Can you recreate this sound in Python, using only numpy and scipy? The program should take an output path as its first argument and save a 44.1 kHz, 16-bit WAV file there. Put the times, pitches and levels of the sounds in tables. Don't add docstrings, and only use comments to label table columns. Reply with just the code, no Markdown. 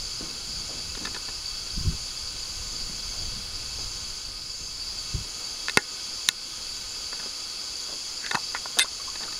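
import sys
import numpy as np
from scipy import signal
from scipy.fft import rfft, irfft
from scipy.io import wavfile

SR = 44100
rng = np.random.default_rng(int(sys.argv[2]) if len(sys.argv) > 2 else 0)


def master_out(mix):
    frames = np.transpose(np.atleast_2d(mix))
    ceiling = np.clip(frames, -1, 1)
    pcm = np.round(ceiling * 32767).astype(np.int16)
    wavfile.write(sys.argv[1], SR, pcm)


N = 414099
TIME = np.arange(N) / SR
FREQ = np.fft.rfftfreq(N, 1 / SR)


def from_db(db):
    return 10 ** (np.asarray(db) / 20)


def rms_one(x):
    return x / np.sqrt(np.mean(x ** 2) + 1e-20)


def in_time(rows):
    return np.interp(TIME, *np.transpose(rows))


def shaped_noise(gain):
    spectrum = rfft(rng.standard_normal(N)) * gain
    return rms_one(irfft(spectrum, N))


def coloured_noise(points):
    hz, db = np.transpose(points)
    return shaped_noise(from_db(np.interp(np.log(FREQ + 1), np.log(hz), db)))


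def drift(rate):
    knots = rng.standard_normal(4000)
    return rms_one(np.interp(TIME * rate, np.arange(len(knots)), knots))


def resonate(x, hz, width_hz):
    r = np.exp(-np.pi * width_hz / SR)
    numerator = np.array([1, 0, -1]) * (1 - r * r) / 2
    return signal.lfilter(numerator, [1, -2 * r * np.cos(2 * np.pi * hz / SR), r * r], x)


def narrow(x, hz, width_hz):
    once = resonate(x, hz, 1.4 * width_hz)
    return resonate(once, hz, 1.4 * width_hz)


def band(x, low_hz, high_hz, order=2):
    return signal.sosfilt(signal.butter(order, [low_hz, high_hz], "band", fs=SR, output="sos"), x)


def add(out, s, sound):
    start = int(s * SR)
    out[start:start + len(sound)] += sound[:N - start]


def swells(noise, rows):
    out = np.zeros(N)
    for s, half_length, db in rows:
        near = np.abs(TIME - s) < 4 * half_length
        bell = np.exp(-.5 * ((TIME[near] - s) / half_length) ** 2)
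        burst = rms_one(noise[near] * bell) * np.sqrt(np.mean(bell ** 2))
        out[near] += from_db(db) * burst
    return out


def bumps(rows):
    return from_db(sum(db * np.exp(-.5 * ((TIME - s) / half_length) ** 2) for s, half_length, db in rows))


# (frequency [Hz], relative density [dB per Hz])
HISS_COLOUR = [(50, -19), (180, -2.5), (330, 0), (600, -5), (1000, -2), (1900, -6.5), (2900, 0),
               (3650, -6.5), (4300, 9), (5400, 4.5), (7700, -7.5), (10800, -4.5), (11400, -16.5),
               (15700, -26)]
# (frequency [Hz], width [Hz], mean level [dB rms])
WHIRR_MODES = [(65.7, 27, -64.5), (498.7, 29, -64), (1061, 10.5, -65), (1249, 34, -59.5), (1379, 32, -63),
               (1506.5, 50, -60.5), (2215, 90, -60), (2625, 42, -56.5), (3326, 260, -50.5),
               (3895, 83, -53.5), (10480, 260, -61), (12040, 360, -65), (12150, 450, -88),
               (13950, 300, -76)]
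# (frequency [Hz], level [dB rms])
WHINE_TONES = [(6820, -63), (7219, -61), (8021, -66)]
# (time [s], half length [s], change [dB])
CAMERA_LULL = [(4.53, 0.23, -3)]


def camera(hiss_db=-40):
    running = rng.standard_normal(N)
    whirr = sum(from_db(db + drift(10)) * rms_one(narrow(running, hz, width))
                for hz, width, db in WHIRR_MODES)
    whine = sum(from_db(db) * np.sqrt(2) * np.sin(2 * np.pi * hz * TIME + drift(20))
                for hz, db in WHINE_TONES)
    hiss = from_db(hiss_db) * coloured_noise(HISS_COLOUR)
    return (hiss + whirr) * bumps(CAMERA_LULL) + whine


def chorus(groups, flutter_db, flutters_per_s):
    out = 0
    for hz, spread_hz, db in groups:
        singers = shaped_noise(np.exp(-((FREQ - hz) / (2 * spread_hz)) ** 2))
        flutter = from_db(flutter_db * drift(flutters_per_s))
        out = out + from_db(db) * rms_one(singers * flutter)
    return out


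# (frequency [Hz], spread between singers [Hz], level before wander and falters [dB rms])
LOW_SINGERS = [(4595, 80, -40.5), (4923, 186, -41)]
HIGH_SINGERS = [(6360, 190, -45.5), (6980, 214, -45.5)]
# (time [s], half length [s], change [dB])
HIGH_FALTERS = [(1.47, 0.23, -2.5), (3.47, 0.056, -6), (4.38, 0.11, -6), (4.85, 0.12, -3),
                (6.38, 0.051, -6), (7.35, .15, -2)]


def insects(low_wander_db=0.8, high_wander_db=0.55, wanders_per_s=8.4):
    low = chorus(LOW_SINGERS, flutter_db=1.5, flutters_per_s=60)
    low = low * from_db(low_wander_db * drift(wanders_per_s))
    high = chorus(HIGH_SINGERS, flutter_db=1.44, flutters_per_s=40)
    high = high * from_db(high_wander_db * drift(wanders_per_s))
    return low + high * bumps(HIGH_FALTERS)


# (time [s], level before the rumble gain and turbulence [dB])
BREEZE_STRENGTH = [(0.0, -50), (0.68, -48.5), (1.39, -52.5), (1.67, -48), (1.83, -44), (2.17, -49.5),
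                   (2.77, -45), (2.93, -50), (3.29, -43.5), (3.43, -49), (3.87, -45), (4.29, -52),
                   (5.18, -49.5), (5.41, -56), (6.09, -60), (6.85, -54), (7.37, -62), (9.39, -57)]
# (frequency [Hz], relative density [dB per Hz])
RUMBLE_COLOUR = [(15, 0.5), (30, 4.5), (55, -2), (85, -5), (130, -10), (200, -18), (400, -36), (1000, -47)]
# (time [s], half length [s], level [dB])
AIR_PUFFS = [(1.779, 0.0059, -26), (1.814, 0.0033, -25.5), (1.863, .0091, -27), (1.898, 0.028, -24.5),
             (5.153, 0.0087, -25), (5.19, .027, -35.5)]
# (frequency [Hz], relative density [dB per Hz])
AIR_PUFF_COLOUR = [(20, -24), (50, -1.5), (95, -7), (160, -10), (230, -23.5), (350, -28), (600, -54),
                   (1500, -70)]


def wind(rumble_db=5, turbulence_db=1.5, turbulence_per_s=22, eddy_s=0.033, eddy_db=-16):
    level_db = in_time(BREEZE_STRENGTH) + rumble_db + turbulence_db * drift(turbulence_per_s)
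    rumble = from_db(level_db) * coloured_noise(RUMBLE_COLOUR)
    eddy_rows = [(s, eddy_s, db + eddy_db) for s, _, db in AIR_PUFFS]
    eddies = swells(coloured_noise(RUMBLE_COLOUR), eddy_rows)
    puffs = swells(coloured_noise(AIR_PUFF_COLOUR), AIR_PUFFS)
    return rumble + eddies + puffs


# (time [s], half length [s], level [dB], frequency [Hz], width [Hz])
LEATHER_CREAKS = [(8.257, 0.022, -37.5, 1670, 500), (8.361, 0.017, -31.5, 910, 250),
                  (8.56, 0.011, -35, 1510, 700), (8.859, 0.0077, -40, 1190, 250),
                  (9.004, 0.006, -42, 1150, 119), (9.085, 0.0076, -38.5, 1105, 101),
                  (9.284, 0.0041, -40, 1310, 120)]


def leather(slips_per_s=1200):
    slips = rng.standard_normal(N) * (rng.random(N) < slips_per_s / SR) + 1e-18
    return sum(swells(narrow(slips, hz, width), [(s, half_length, db)])
               for s, half_length, db, hz, width in LEATHER_CREAKS)


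# (time [s], half length [s], level [dB])
TONAL_SWELLS = [(8.806, 0.0041, -19), (8.8157, 0.0039, -17), (8.827, 0.0052, -20.5)]
# (frequency [Hz], width [Hz], relative level [dB])
SWELL_BANDS = [(1560, 120, -5.5), (2080, 47, -2.5), (2650, 180, -4.5), (3600, 77, 2.5), (3960, 160, -4),
               (4150, 150, 0.5), (4530, 350, -7), (8370, 310, -1), (9850, 140, -2)]


def tonal_swells():
    noise = rng.standard_normal(N)
    tonal = sum(from_db(db) * rms_one(narrow(noise, hz, width)) for hz, width, db in SWELL_BANDS)
    return swells(tonal, TONAL_SWELLS)


# (time [s], contact length [s], level of a range at the centre [dB over 10 ms], centre [Hz])
LIGHT_CLICKS = [(5.684, 0.00049, -24, 2700), (5.696, 0.0016, -23.5, 3550), (6.288, 0.0013, -12.5, 5030),
                (7.129, 0.0023, -35.5, 1100), (8.2635, 0.00046, -34, 5900), (8.312, 0.0019, -21, 2350),
                (8.333, 0.0029, -41, 700), (8.5486, 0.0019, -26.5, 1230), (8.658, 0.0027, -33.5, 750),
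                (8.7881, 0.0013, -17.5, 5200), (8.7944, 0.0011, -15, 5160), (8.8, .0007, -23, 5400),
                (8.844, .003, -32, 600)]
HEAVY_KNOCKS = [(5.7726, .0015, -14.5, 2200), (8.3467, 0.00218, -28, 1000), (8.3516, 0.0032, -25, 2000)]
# (time [s], level of a range at the centre [dB over 10 ms], centre [Hz])
GRITTY_CRUNCHES = [(.951, -38.5, 5900), (.975, -41, 200), (1.052, -31.5, 5000), (1.071, -39, 1600),
                   (1.146, -35.5, 4000), (1.164, -39, 700), (1.284, -41.5, 596), (7.196, -43.5, 1500),
                   (9.156, -37, 3500), (9.233, -38, 5000), (9.326, -41, 6000)]


def contacts(click_fall=7, knock_fall=2, crunch_fall=2.5, crunch_s=0.005):
    return ([(*row, click_fall) for row in LIGHT_CLICKS]
            + [(*row, knock_fall) for row in HEAVY_KNOCKS]
            + [(s, crunch_s, db, hz, crunch_fall) for s, db, hz in GRITTY_CRUNCHES])


# (low edge [Hz], high edge [Hz])
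CONTACT_RANGES = [(70, 380), (430, 1250), (1250, 2300), (2300, 15000)]
# (frequency [Hz], width [Hz], relative level [dB rms])
CONTACT_MODES = [(203, 350, 2.5), (400, 36, -8.5), (833, 15, -13), (1045, 188, -1), (1454, 27, 2.5),
                 (1782, 134, 8), (2097, 27, -0.5), (2620, 84, 8), (3860, 840, 16.5), (5240, 570, -8),
                 (6030, 160, 6), (8200, 470, -2), (9100, 800, 2)]


def clicks(tail_db=-22, tail_s=.028, grain_db=3, crack_db=-1, hard_db=-19, db_per_octave=13,
           ring_cycles=11, strike_db=23, strike_s=0.0018):
    out, t = np.zeros(N), TIME[:SR // 12]
    range_hz = np.sqrt(np.prod(CONTACT_RANGES, axis=1))
    for s, length, level_db, centre_hz, fall_db in contacts():
        levels_db = level_db - fall_db * np.abs(np.log2(range_hz / centre_hz))
        slips, sizes, rustle = rng.standard_normal((3, len(t)))
        age = 1.6 * t / length
        contact = slips * from_db(grain_db * sizes) * age * np.exp(1 - age)
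        contact[int(length * SR / 2)] += from_db(strike_db) * np.exp(-length / strike_s)
        tail = band(rustle, 320, 3300) * from_db(tail_db) * np.exp(-t / tail_s)
        body = sum(from_db(db) * rms_one(resonate(contact + tail, hz, width))
                   for hz, width, db in CONTACT_MODES)
        body = body + from_db(crack_db) * rms_one(contact)
        top_hz = np.clip(12000 * 2 ** ((levels_db[-1] - hard_db) / db_per_octave), 3500, 12500)
        body = signal.sosfilt(signal.butter(2, top_hz, fs=SR, output="sos"), body)
        for (low, high), db in zip(CONTACT_RANGES, levels_db):
            ring_down = np.exp(-t * low / (2 * ring_cycles))
            part = band(body, low, high, order=3) * ring_down
            energy = np.cumsum(part ** 2)
            onset_s = np.argmax(energy > energy[-1] / 20) / SR
            rms_10_ms = np.sqrt(energy[-1] / (SR / 100))
            add(out, s - onset_s, from_db(db) * part / rms_10_ms)
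    return out


# (time [s], level before attack and decay [dB], decay [s], top of the band [Hz])
HEAVY_FOOTFALLS = [(.204, -39, 0.082, 397), (.471, -49.5, 0.23, 244), (.69, -43.5, 0.079, 780),
                   (.77, -46.5, 0.073, 250), (1.0, -40.5, 0.096, 377), (2.719, -47, 0.14, 343),
                   (2.89, -44, .08, 255), (3.131, -49, .13, 824), (3.36, -47, 0.088, 240),
                   (3.779, -47.5, .07, 800), (5.399, -50, .12, 1200), (7.226, -41.5, .022, 1330),
                   (7.259, -40, 0.014, 547), (7.885, -43.5, .029, 1200), (7.923, -40, 0.02, 415),
                   (8.769, -31.5, 0.034, 1010), (9.205, -41.5, 0.065, 1450)]


def walk(step_s=.33, uneven_s=.03, step_db=-52, spread_db=0.5, decay_s=0.035, top_hz=500):
    return [((k + 1) * step_s + uneven_s * late, step_db + spread_db * weight, decay_s, top_hz)
            for k, (late, weight) in enumerate(rng.standard_normal(size=(28, 2)))]


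def hooves(attack_s=0.0015, grain_db=3, usual_low_hz=162, usual_top_hz=500, low_follows=0.43,
           grit_db=-9, grit_low_hz=450, grit_top_hz=1600):
    out, t = np.zeros(N), TIME[:SR // 2]
    for s, db, decay_s, top_hz in list(HEAVY_FOOTFALLS) + walk():
        grains, sizes = rng.standard_normal((2, len(t)))
        sand = grains * from_db(grain_db * sizes)
        low_hz = min(usual_low_hz * (top_hz / usual_top_hz) ** low_follows, .8 * top_hz)
        puff = rms_one(band(sand, low_hz, top_hz))
        grit = from_db(grit_db) * rms_one(band(sand[::-1], grit_low_hz, grit_top_hz))
        envelope = (1 - np.exp(-t / attack_s)) * np.exp(-t / decay_s)
        if 0 <= s < TIME[-1]:
            add(out, s, from_db(db) * (puff + grit) * envelope)
    return out


def scene():
    surroundings = camera() + insects() + wind()
    handling = clicks() + tonal_swells()
    return (surroundings + handling + leather() + hooves())[None]


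def gain_control(x, threshold_db=-9, release_db_per_s=50, attack_s=0.013, depth=0.28):
    over = np.maximum(20 * np.log10(np.abs(x) + 1e-9) - threshold_db, 0)
    release = release_db_per_s * TIME
    held = np.maximum.accumulate(over + release, axis=-1) - release
    r = np.exp(-1 / (attack_s * SR))
    smooth = signal.lfilter([1 - r], [1, -r], held)
    return x * from_db(-depth * smooth)


def record(dry, cutoff_hz=15750):
    loud = np.clip(gain_control(dry), -1, 1)
    return signal.sosfilt(signal.ellip(12, .1, 100, cutoff_hz, fs=SR, output="sos"), loud)


dry = scene()
out = record(dry)
master_out(out)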